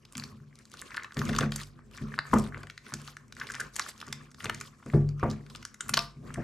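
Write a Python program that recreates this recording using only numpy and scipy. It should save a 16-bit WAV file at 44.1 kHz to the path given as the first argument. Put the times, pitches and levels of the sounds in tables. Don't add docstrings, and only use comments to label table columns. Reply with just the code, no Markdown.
import sys
import numpy as np
from scipy import signal
from scipy.fft import rfft, irfft, next_fast_len
from scipy.io import wavfile
from scipy.ndimage import uniform_filter1d, map_coordinates

SR = 44100
rng = np.random.default_rng(int(sys.argv[2]) if len(sys.argv) > 2 else 0)


def nominal_scale(level):
    x = np.asarray(level, float) / 20
    return 10 ** x


def output_pcm(signal):
    pcm = np.clip(np.atleast_2d(signal).T, -1, 1) * 32767
    wavfile.write(sys.argv[1], SR, np.round(pcm).astype(np.int16))


N = 283563

# time in s, cavity level in dB, snap level in dB,
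# snap centre in Hz.
PAIRS = [(0.1525, -39, -42, 4030), (0.944, -40, -44.5, 4840), (1.0447, -38, -44, 4100),
         (1.975, -47, -43.5, 5470), (2.6322, -46, -44.5, 3660), (2.699, -40, -41.5, 3700),
         (2.777, -42, -41, 4250), (3.076, -47.5, -39.5, 4200), (3.168, -41.5, -44, 6100),
         (3.324, -49, -41, 4800), (3.5005, -44, -42, 5900), (3.544, -37.5, -50, 4920),
         (3.551, -44, -35.5, 5600), (4.0137, -46, -36.5, 3970), (4.404, -41.5, -46.5, 2860),
         (4.456, -52, -31, 3300), (4.611, -38.5, -31.5, 6800), (5.1963, -51, -49.5, 5300),
         (5.5496, -55, -39.5, 2780), (5.627, -47, -45, 5740), (5.7429, -51, -42, 7000),
         (6.343, -44, -41, 7400), (1.633, -63, -39, 5260), (2.67, -47, -51, 6500),
         (2.865, -47, -47.5, 3350), (4.315, -60, -50, 7000), (4.345, -56, -48, 5500),
         (5.464, -58, -51, 3240), (3.399, -57, -38, 5200)]
# frequency in Hz, level in dB, t60 in s.
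LEG_MODES = [(47.34, -3, 0.76)]
TABLE_TOP_MODES = [(101.2, -16, 0.78), (131, 0, 0.17), (144.5, -4.5, 0.68), (336.3, -7.5, 0.17),
                   (403.3, -10.5, 0.24)]
DISH_BASE_MODES = [(183, -0.5, 0.096), (214.9, 1.5, 0.35), (242.4, 2, 0.19)]
DISH_WALL_MODES = [(486, 29.5, 0.034), (584, 13, 0.21), (688, 8.5, 0.33), (848, 7.5, 0.22), (928, 2.5, 0.2),
                   (993, 1, 0.15), (1013, 12, 0.13), (1140, 7, 0.34), (1190, 4.5, 0.24), (1370, -5, 0.12),
                   (1520, -5, 0.083), (1720, -3, 0.15)]


def pops():
    # frequency in Hz, level in dB.
    mic_tone = [(300, 10), (750, 2), (1100, 5), (7500, -3), (10200, -8), (12000, -8.5), (16000, -33)]

    def tone_and_echo(hz):
        echo = 0.18 * np.exp(-2j * np.pi * hz * 0.0034)
        return nominal_scale(along(mic_tone, hz)) * (1 + echo)

    pop = filtered(air_pockets() + film_snaps(), tone_and_echo)
    walls = ring(DISH_WALL_MODES, np.arange(SR // 4) / SR, 0)
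    walls = walls / np.abs(rfft(walls)).max()
    return pop + nominal_scale(-18) * signal.fftconvolve(pop.mean(0), walls)[:N]


def air_pockets():
    # time of the middle in s, peak in dB, cavity in Hz, length in ms.
    loud_pockets = [(0.9185, -34.5, 1960, 1.17), (0.9704, -31, 1800, 2), (0.9792, -24, 1640, 1.7),
                    (0.9972, -29.5, 1720.0, 1.4), (1.17, -25, 1770, 0.68), (1.2175, -26, 1300, 1.6),
                    (1.2953, -33, 1590, 3.1), (1.365, -33, 1600.0, 2.1), (1.3883, -20, 1240, 2.7),
                    (1.4097, -31, 1760, 2.76), (1.433, -27, 1400, 1.9), (1.5231, -28, 1720, 0.92),
                    (2.141, -29.5, 1620.0, 1.63), (2.1803, -32.0, 1360, 1.4), (2.1897, -14.5, 1660, 1.18),
                    (2.1962, -41, 1520.0, 0.92), (2.3336, -14.5, 1040, 2.74), (2.3378, -14.5, 990, 3.1),
                    (2.3444, -25, 1060, 2.9), (2.35, -25.0, 1100, 2.6), (2.3624, -26, 1210, 3),
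                    (2.371, -26.5, 1170, 3.6), (2.5458, -29.5, 1874, 1.02), (2.9398, -33.5, 1420, 1.5),
                    (3.4142, -27.5, 1710, 2.3), (3.4205, -32, 1540, 5.5), (3.5021, -28.5, 1610, 3.6),
                    (3.6, -27.5, 1550, 3.3), (3.6057, -34, 1510, 4.2), (3.613, -26.5, 1600, 3),
                    (3.764, -41, 1520, 1.2), (3.7958, -20.5, 1770, 1.26), (3.7993, -26, 1220, 2.44),
                    (4.1294, -28, 2100, 0.98), (4.4574, -22, 1770.0, 0.35), (4.4971, -18, 1800, 0.97),
                    (4.4995, -22.5, 1270, 1.14), (4.937, -33.5, 1140.0, 1.7), (5.2305, -25.5, 1200, 2.2),
                    (5.2348, -21, 1010, 2.14), (5.242, -27, 1060, 1.35), (5.6525, -35, 1480, 2.24),
                    (5.808, -28, 1500.0, 2.3), (5.8941, -26, 1370.0, 2.26), (5.937, -24.5, 1900.0, 1.2),
                    (5.94, -21, 1580, 0.83), (5.9715, -22, 1550.0, 0.95), (5.976, -17.5, 1400, 1.24),
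                    (5.9782, -19, 1190, 1.47), (5.99, -40, 1570.0, 0.6)]
    # time in s, peak in dB, cavity in Hz.
    small_pockets = [(0.1815, -38, 1620), (0.822, -34.5, 1630), (0.951, -34, 1460.0), (0.9731, -34, 1550),
                     (0.9775, -40.0, 1780.0), (0.9943, -40.0, 1480), (1.0246, -37, 2090.0),
                     (1.0348, -39, 1770), (1.176, -35, 1720.0), (1.1921, -34, 1700), (1.2246, -45, 1280.0),
                     (1.292, -33, 1310.0), (1.298, -39, 1740.0), (1.3102, -45, 1440),
                     (1.3307, -35.0, 1840.0), (1.3347, -35, 1520.0), (1.337, -33, 1840.0),
                     (1.3506, -30, 1360), (1.3963, -36, 1310), (1.398, -32, 1740), (1.413, -30, 1800),
                     (1.4172, -39, 1530.0), (1.4235, -37, 1610), (1.4296, -42, 1340.0), (1.5613, -48, 1820),
                     (2.1215, -37, 1650.0), (2.1835, -32, 1190.0), (2.315, -38, 1640), (2.5242, -38, 1490.0),
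                     (2.5725, -36.5, 1340), (2.9326, -38.5, 1540.0), (3.416, -28, 1900), (3.4906, -35, 1870),
                     (3.508, -35, 1610), (3.5214, -42, 1830.0), (3.5387, -36, 1920.0), (3.546, -44, 1730.0),
                     (3.5529, -36, 1820.0), (3.5598, -37, 1580.0), (3.5646, -33, 1690.0),
                     (3.6179, -45, 1570.0), (3.6235, -37, 1530), (3.8046, -40, 1860), (3.8645, -34, 1350),
                     (4.028, -35, 1290), (4.4443, -31, 1500.0), (4.4482, -32.5, 1300), (4.467, -31, 2320),
                     (4.4938, -42, 1760), (4.503, -31.5, 1250), (4.546, -37, 2100), (4.901, -37, 1960),
                     (4.941, -39, 1430), (4.9437, -48, 1050), (5.8906, -35, 1800.0), (5.8974, -39, 1630.0),
                     (5.943, -35, 1610.0), (5.948, -41, 1570.0), (6.3058, -36.5, 1390),
                     (0.198, -45, 1520), (0.224, -39, 1820), (0.402, -55.5, 1390), (0.5285, -52.5, 1950),
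                     (0.7414, -39.5, 1400), (0.9063, -39, 1640.0), (0.9207, -43, 1590.0),
                     (1.109, -40.5, 1630.0), (1.1226, -39, 1500.0), (1.5278, -49, 1460),
                     (1.564, -40.5, 1510.0), (1.9842, -37, 1890), (2.2543, -37, 1390), (2.4658, -41, 1450),
                     (2.5618, -41, 1430.0), (2.637, -40, 1320), (2.9229, -34, 1320), (3.083, -37, 1320),
                     (3.3685, -38.5, 1650), (3.7895, -34, 1450), (3.891, -38, 1970), (4.0777, -40, 1260.0),
                     (4.082, -42, 1420), (4.1288, -37, 1520), (4.461, -36, 1340), (4.6178, -43, 1350),
                     (4.8277, -45.5, 1180), (4.8305, -53, 2150), (4.864, -41, 1280), (4.866, -48, 2140),
                     (5.5541, -40, 1230), (6.3591, -35.5, 1750),
                     (1.792, -46.5, 1200),
        (3.403, -41, 1550),
        (3.444, -39, 1150),
        (3.584, -43, 1300),
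        (5.837, -54, 1400),
        (5.863, -43, 1360),
        (2.267, -48, 1500),
    ]
    # start in s, level in dB, centre in Hz, length in ms.
    leaks = [
        (5.655, -65, 5600, 50),
        (5.812, -55, 7400, 63),
        (5.978, -48.5, 4630, 71),
    ]
    small_ms, paired_ms, paired_hz, pitch_scatter = 1.514, 2.58, 1575, 0.1
    sputter_db = -16.5

    pockets = [tuple(row) for row in loud_pockets]
    pockets += [(*row, small_ms) for row in small_pockets]
    sputter = [(s - ms / 2000, db + sputter_db, hz, 2 * ms) for s, db, hz, ms in pockets]
    pitch = paired_hz * np.exp(pitch_scatter * rng.standard_normal(len(PAIRS)))
    paired = [(s, db, hz, paired_ms) for (s, db, _, _), hz in zip(PAIRS, pitch)]

    tones = bubbles(pockets, swell=4.4, fade=3.94, glide=0.015, lean_db=0.95)
    wet = bursts(sputter + paired, q=1.19, broad_db=-27.5, grain_db=-0.5, rise=0.093, tail=13.5, sag_db=4.0)
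    seep = bursts(leaks, q=4.2, broad_db=-10, grain_db=-1.0, rise=0.0454, tail=19, sag_db=1.5, size=8192)
    return tones + wet + seep


def film_snaps():
    # time in s, level in dB, centre in Hz, length in ms.
    loud_snaps = [(0.1701, -31.5, 7500, 1.5), (0.1796, -25, 7600, 0.81), (0.1978, -31.5, 4770, 1.37),
                  (0.2375, -31, 4670, 1.83), (0.8156, -28.5, 7850, 0.97), (1.1913, -30.5, 5240, 2.4),
                  (1.2906, -35, 3640, 5.5), (1.3632, -25.5, 3800, 1.65), (1.3859, -23, 6140, 3.8),
                  (1.4076, -30.5, 3080, 4.2), (1.5205, -27.5, 3600, 1.28), (1.5595, -25.5, 8050, 3.2),
                  (2.3841, -33.5, 7860, 5.3), (2.9386, -24.5, 6260, 1.9), (3.6011, -31.5, 7460, 7.2),
                  (3.7632, -25, 7240, 2.8), (3.7956, -21.5, 5500, 2.06), (3.8869, -36.5, 7760, 7.5),
                  (4.1266, -25.5, 4650, 1.8), (4.4427, -31.5, 7100, 4), (4.4968, -24.5, 3030, 1.74),
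                  (4.6025, -36, 5620, 0.73), (5.6514, -30, 7000, 1.56), (5.8073, -36, 3500, 2.6),
                  (5.8934, -21.5, 10000, 3.3), (5.939, -17, 4550, 4.2), (5.9714, -16.5, 3840, 0.97),
                  (5.9747, -12.5, 4370, 0.65), (5.9909, -23, 3500, 1.38)]
    # time in s, level in dB, centre in Hz.
    faint_snaps = [(0.0515, -47, 3950), (0.1238, -41.5, 9100), (0.555, -50, 5950), (0.5883, -47.5, 6840),
                   (0.716, -45, 7900), (0.771, -44.5, 5500), (0.9686, -33.5, 3640), (1.0336, -41, 5430),
                   (1.1438, -43.5, 6640), (1.1693, -36, 3300), (1.2527, -37.5, 5800), (1.331, -38, 3100),
                   (1.35, -34, 4120), (2.3383, -31.5, 7500), (2.396, -34, 8600), (3.4696, -39, 3300),
                   (3.519, -34, 6700), (3.5384, -42, 5800), (3.757, -34, 7360), (4.0018, -40.5, 3930),
                   (4.067, -44.5, 6500), (4.546, -35, 6800), (5.0897, -44.5, 5430), (5.3, -40.5, 5500),
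                   (5.3118, -38.5, 5560), (5.5, -45.5, 4200), (5.559, -39.5, 5300), (5.8826, -37, 9500)]
    ticks = [(0.1331, -45, 8200), (0.6543, -42, 5760), (0.6994, -50, 7410.0), (0.7114, -54.0, 6070.0),
             (0.7388, -38, 6900), (0.793, -37.5, 4540.0), (0.907, -45, 5090.0), (0.9648, -36.5, 5740),
             (1.0003, -47, 3340.0), (1.1218, -43, 5070.0), (1.1344, -49, 7080.0), (1.2159, -41.0, 4630.0),
             (1.913, -49, 6030), (1.969, -41, 5620.0), (2.0867, -51, 4690.0), (2.1892, -39, 8000),
             (2.441, -37, 6700), (2.578, -46, 5220.0), (2.7087, -44, 4860), (3.0167, -39, 7250),
             (3.2815, -51, 6790.0), (3.3513, -45, 5350.0), (3.3663, -44, 4960.0), (3.5067, -35, 6040.0),
             (3.5453, -41, 5420.0), (3.9788, -42, 5820.0), (4.0812, -41, 5380.0), (4.0872, -43, 4800.0),
             (4.3064, -52, 5690.0), (4.3194, -51, 5790.0), (4.5449, -36, 6500.0), (4.602, -38, 5570.0),
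             (4.8617, -43.5, 7200), (5.305, -37, 3850), (5.5703, -46, 5180.0), (6.3411, -32, 7350)]
    # time in s, level in dB, pitch in Hz, length in ms.
    tuned_snaps = [
        (2.1893, -25, 4180, 1.3),
        (5.8073, -26, 7400, 2.3),
        (5.6514, -29, 5700, 1.4),
        (5.9909, -21, 5160, 1.54),
        (3.812, -40, 4750, 12),
    ]
    skin_ms, tick_ms = 2.493, 0.71

    paired = [(s, db, hz) for s, _, db, hz in PAIRS]
    skins = [(*row, skin_ms) for row in faint_snaps + paired]
    skins += [(*row, tick_ms) for row in ticks]
    tearing = bursts(loud_snaps + skins, q=1.1, broad_db=-8.0, grain_db=3, rise=0.85, tail=13.9, bend=0.87)
    ringing = bursts(tuned_snaps, q=3.3, broad_db=-23.5, grain_db=1.0, rise=0.295, tail=12.5)
    return tearing + ringing


def bubbles(table, swell, fade, glide, lean_db):
    s, db, hz, ms = (c[:, None] for c in np.transpose(table))
    lead = 256
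    t = (np.arange(1024) - lead) / SR
    u = t * 1000 / ms
    luck = rng.standard_normal((len(s), 2))
    shape = 2 / (np.exp(np.minimum(-swell * u, 50)) + np.exp(np.minimum(fade * u, 50)))
    opening = 1 + glide * np.tanh(u / 2) / 2
    rows = nominal_scale(db) * shape * np.sin(2 * np.pi * hz * t * opening + np.pi * luck[:, :1])
    lean = nominal_scale(lean_db * luck[:, 1:])
    start = s[:, 0] - lead / SR
    return np.array([placed(start, rows * lean), placed(start, rows / lean)])


def bursts(table, q, broad_db, grain_db, rise, tail, sag_db=0, bend=2, size=1024):
    s, db, hz, ms = (c[:, None] for c in np.transpose(table))
    u = np.arange(size) / SR * 1000 / ms
    grains = rng.standard_normal((len(s), size)) * nominal_scale(grain_db * rng.standard_normal((len(s), size)))
    luck = rng.standard_normal((len(s), 2))
    shape = np.minimum(u / rise, 1) ** bend
    shape = shape * nominal_scale(-tail * np.maximum(u - 0.9, 0)) * nominal_scale(-sag_db * u)

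    f = np.fft.rfftfreq(2 * size, 1 / SR)
    width = hz / (q * nominal_scale(1.5 * luck[:, :1]))
    resonance = 1j * f * width / (hz ** 2 - f ** 2 + 1j * f * width)
    bass_cut = (1j * f / (900 + 1j * f)) ** 2
    mouth = (resonance ** 2 + nominal_scale(broad_db)) * bass_cut
    rows = irfft(rfft(grains * shape, 2 * size) * mouth)[:, :size]
    rows *= nominal_scale(db) * np.sqrt(ms * SR / 1000) / np.linalg.norm(rows, axis=1, keepdims=True)

    lean = nominal_scale(1.1 * luck[:, 1:])
    start = (s - 0.5 * rise * ms / 1000)[:, 0]
    return np.array([placed(start, rows * lean), placed(start, rows / lean)])


def rim_flicks():
    # time in s, level in dB.
    flicks = [
        (2.334, -23.5),
        (5.232, -30),
        (5.9745, -25.5),
    ]
    # frequency in Hz, level in dB, t60 in s.
    rim_modes = [(685, -2, 0.28), (930, -2.5, 0.26), (1020, -5, 0.26), (1188, 2, 0.29)]
    t = np.arange(SR // 2) / SR
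    rows = [nominal_scale(db) * ring(rim_modes, t, 1.5) for _, db in flicks]
    return placed(np.array(flicks)[:, 0], np.array(rows))


def slime():
    # start in s, length in s, squelch in dB, fizz in dB.
    squeezes = [(0.163, 0.094, -55.5, -57), (0.538, 0.045, -61.5, -71.5), (0.735, 0.19, -56.5, -59),
                (0.915, 0.15, -53, -69), (1.177, 0.26, -41.5, -52.5), (1.522, 0.098, -55, -49),
                (1.917, 0.24, -56.5, -62.5), (2.265, 0.14, -52.5, -53.5), (2.355, 0.12, -56, -59.5),
                (2.537, 0.072, -51.5, -66), (2.858, 0.24, -55, -56), (3.387, 0.27, -51, -57),
                (3.743, 0.16, -57, -50), (3.988, 0.25, -56, -64), (4.397, 0.27, -57, -57),
                (4.87, 0.098, -59, -61.5), (5.201, 0.14, -51.5, -62), (5.503, 0.12, -60.5, -63),
                (5.807, 0.24, -58.5, -63), (5.953, 0.081, -74, -54), (6.275, 0.3, -51.5, -63)]
    # frequency in Hz, level in dB per Hz.
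    squelch_tone = [(500, 1.5), (850, -22.5), (1050, 6), (1300, 3.5), (1700, -22), (2300, -3), (3300, -14),
                    (5000, -48)]
    fizz_tone = [(1500, 10.5), (3000, 3.5), (4800, 10.5), (7500, 6.5), (9500, 3), (10500, -5.5),
                 (12500, 1.5), (16400, -44)]
    hiss_tone = [(290, -39), (500, -10), (853, -9.5), (1210, -16), (3470, -22), (5190, -14.5),
                 (7560, -13.5), (11300, -26), (15800, -39)]
    rest_squelch_db, rest_fizz_db, hiss_db = -67.5, -76.5, -75
    ease_db_per_s = 239

    start, length, squelch_db, fizz_db = np.transpose(squeezes)
    squelch = crackle(squelch_tone, centre_hz=1500, count=2600, cycles=4.45, size_db=4.0,
                      scatter=0.246, smooth=0.91, patchy_db=4.0)
    squelch = squelch * nominal_scale(2.1 * wobble(30))
    squelch = squelch * effort(start, length, squelch_db, rest_squelch_db, ease_db_per_s)
    fizz = crackle(fizz_tone, centre_hz=5500, count=5000, cycles=2.05, size_db=5.0,
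                   scatter=0.482, smooth=0.89, patchy_db=3.0, size=128)
    fizz = fizz * nominal_scale(3.2 * wobble(43))
    fizz = fizz * effort(start, length, fizz_db, rest_fizz_db, ease_db_per_s)
    noise = rng.standard_normal((2, N))
    hiss = unit(spread(filtered(noise, lambda hz: nominal_scale(along(hiss_tone, hz)))))
    return squelch + fizz + nominal_scale(hiss_db + 3.4 * wobble(6.2)) * hiss


def crackle(spectrum, centre_hz, count, cycles, size_db, scatter, smooth, patchy_db, size=360):
    t = np.arange(size) / SR
    pair = []
    for capsule in range(2):
        luck = rng.standard_normal((count, 2))
        start = rng.random(count) * (N / SR)
        hz = np.clip(centre_hz * np.exp(scatter * luck[:, :1]), 1050, 12000)
        u = hz * t / cycles
        level = nominal_scale(size_db * np.minimum(luck[:, 1:], 2))
        rows = level * u ** 2 * np.exp(-3 * u) * np.sin(2 * np.pi * hz * t)
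        noise = filtered(rng.standard_normal(N), lambda f: nominal_scale(along(spectrum, f)))
        pair.append(unit(placed(start, rows)) + smooth * unit(noise))
    z = signal.stft(np.array(pair), nperseg=256)[2]
    field = uniform_filter1d(rng.standard_normal(z.shape[1:]), size=7, axis=0)
    field = uniform_filter1d(field, size=14, axis=1)
    clumped = signal.istft(z * nominal_scale(patchy_db * unit(field)), nperseg=256)[1]
    return unit(spread(clumped[:, :N]))


def bumps():
    # time in s, table top in dB, dish base in dB, dish walls in dB.
    blows = [(0.156, -35, -28.5, -76), (0.407, -35.5, -60, -76), (1.168, -20, -18, -39),
             (1.29, -23, -20, -30), (1.409, -21, -23, -27), (1.432, -45, -16, -32.5),
             (2.013, -24, -23.5, -51), (2.3334, -14, -6, -19), (2.57, -51, -60, -45.5),
             (2.635, -55, -60, -48), (2.926, -30.5, -29, -49.5), (4.074, -34.5, -33.5, -57),
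             (4.461, -33, -31, -39), (4.86, -33, -26.5, -43.5), (4.9357, -6, -11.5, -23.5),
             (5.229, -18, -18, -20.5), (5.899, -32, -28.5, -54), (5.973, -44, -57, -40.5),
             (6.163, -33, -36, -66), (6.373, -23, -22, -30.5)]
    # frequency in Hz, level in dB per Hz.
    rattle_tone = [(250, 9.5), (400, 9.5), (700, 5.5), (1100, -16), (1600, -9.5), (2500, -21), (5000, -82),
                   (16000, -97)]
    legs_db = -18.5

    t = np.arange(SR // 2) / SR
    rows, rattle = [], []
    for _, top_db, base_db, wall_db in blows:
        leg_db = (top_db + base_db) / 2 + legs_db
        soft_db = min(wall_db - top_db + 16, 0) / 2
        top_modes = [(hz, db + soft_db * (hz > 300), t60) for hz, db, t60 in TABLE_TOP_MODES]
        low = nominal_scale(leg_db) * ring(LEG_MODES, t, 0)
        low = low + nominal_scale(top_db) * ring(top_modes, t, 1.05)
        low = low + nominal_scale(base_db) * ring(DISH_BASE_MODES, t, 2.0)
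        walls = nominal_scale(wall_db + 1.5) * ring(DISH_WALL_MODES, t, 1.8)
        rows.append(low * (1 - np.exp(-t / 0.009)) + walls * (1 - np.exp(-t / 0.0018)))
        rattle.append(nominal_scale(wall_db - 60 * t / 0.24) * rng.standard_normal(len(t)))
    start = np.array(blows)[:, 0]
    loose = filtered(placed(start, np.array(rattle)), lambda hz: nominal_scale(along(rattle_tone, hz)))
    return placed(start, np.array(rows)) + nominal_scale(2.5) * loose


def slides():
    # start in s, length in s, level in dB.
    strokes = [(0.16, 0.19, -51.5), (1.213, 0.22, -35), (1.698, 0.17, -56), (2.004, 0.15, -46.5),
               (2.323, 0.079, -36.5), (3.245, 0.41, -56), (4.066, 0.14, -53.5), (4.27, 0.095, -58),
               (4.435, 0.095, -44.5), (5.01, 0.032, -42), (5.239, 0.057, -36.5), (5.502, 0.063, -51.5),
               (5.849, 0.12, -47), (6.208, 0.26, -43.5)]
    rest_db, coast_db_per_s = -60, 106.5
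    t = np.arange(SR // 2) / SR
    body = 0.22 * ring(LEG_MODES, t, 0) + ring(TABLE_TOP_MODES, t, 0)
    body = body + 1.18 * ring(DISH_BASE_MODES, t, 0) + 0.2 * ring(DISH_WALL_MODES, t, 0)
    friction = effort(*np.transpose(strokes), rest_db, coast_db_per_s) * nominal_scale(1.3 * wobble(25))
    shake = rng.standard_normal((2, N)) * friction
    return spread(signal.fftconvolve(shake, body[None] / np.linalg.norm(body), axes=1)[:, :N])


def effort(start, length, level_db, rest_db, fall_db):
    press_s = 0.031
    coarse = np.arange(N)[::64]
    t = coarse / SR - start[:, None]
    db = level_db[:, None] + np.minimum(t, 0) * 20 / press_s
    db = db - fall_db * np.maximum(t - length[:, None], 0)
    total = np.sqrt(nominal_scale(2 * rest_db) + nominal_scale(2 * db).sum(0))
    return np.interp(np.arange(N), coarse, total)


def room(x):
    # frequency in Hz, t60 in s.
    decay = [(300, 0.62), (1200, 0.28), (4000, 0.29), (12000, 0.16)]
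    out = np.zeros((2, N + SR))
    step, delay = SR // 5, 130
    for at in range(0, N, step):
        hz, t, z = signal.stft(rng.standard_normal((2, SR // 3)), SR, nperseg=256)
        fading = z * nominal_scale(-60 * t / along(decay, hz)[:, None])
        tail = signal.istft(fading, SR, nperseg=256)[1]
        wet = signal.fftconvolve(x[None, at:at + step], tail / np.linalg.norm(tail[0]), axes=1)
        out[:, at + delay:at + delay + wet.shape[1]] += wet
    return spread(out[:, :N])


def ring(modes, t, scatter_db):
    x = 0
    for hz, db, t60 in modes:
        x = x + nominal_scale(db + scatter_db * rng.standard_normal() - 60 * t / t60) * np.sin(2 * np.pi * hz * t)
    return x / np.max(np.abs(x))


def spread(pair):
    # frequency in Hz, left-right likeness from 0 to 1.
    likeness = [(100, 1), (500, 0.62), (2000, 0.6), (8000, 0.7), (13000, 0.21)]

    def mid_and_side(hz):
        turn = np.arccos(np.clip(along(likeness, hz), -1, 1)) / 2
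        return np.array([np.cos(turn), np.sin(turn)])

    mid, side = filtered(pair, mid_and_side)
    return np.array([mid + side, mid - side])


def placed(start_s, rows):
    at = np.round(start_s * SR).astype(int)[:, None] + np.arange(rows.shape[1])
    return np.bincount(at.ravel(), rows.ravel(), N + SR)[:N]


def wobble(rate):
    knots = rng.standard_normal(int(N * rate / SR) + 4)
    return map_coordinates(knots, [np.arange(N) * rate / SR])


def filtered(x, response):
    m = next_fast_len(N + SR)
    return irfft(rfft(x, m) * response(np.fft.rfftfreq(m, 1 / SR)), m)[..., :N]


def along(points, hz):
    f, v = np.transpose(points)
    return np.interp(np.log(hz + 1), np.log(f + 1), v)


def unit(x):
    return x / np.sqrt(np.mean(x ** 2) + 1e-20)


def scene():
    pop = pops()
    bump = bumps()
    answer = room(nominal_scale(-11.5) * pop.mean(0) + nominal_scale(-18) * bump)
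    return pop + rim_flicks() + slime() + bump + slides() + answer


def band_limit(x):
    return signal.sosfilt(signal.butter(12, 16470, fs=SR, output="sos"), x)


def record(dry):
    # frequency in Hz, left minus right in dB.
    balance = [(100, 1), (3000, 1.4), (8000, .3), (14000, -5.5)]
    lag_s, bass_hz, top_hz = -1.2e-5, 38, 15950

    def capsules(hz):
        left = nominal_scale(along(balance, hz) / 2) * np.exp(-1j * np.pi * hz * lag_s)
        band = (hz < top_hz) / (1 + (bass_hz / (hz + 1)) ** 8)
        return np.array([left, 1 / left]) * band

    return band_limit(filtered(dry, capsules))


dry = scene()
out = record(dry)
output_pcm(out)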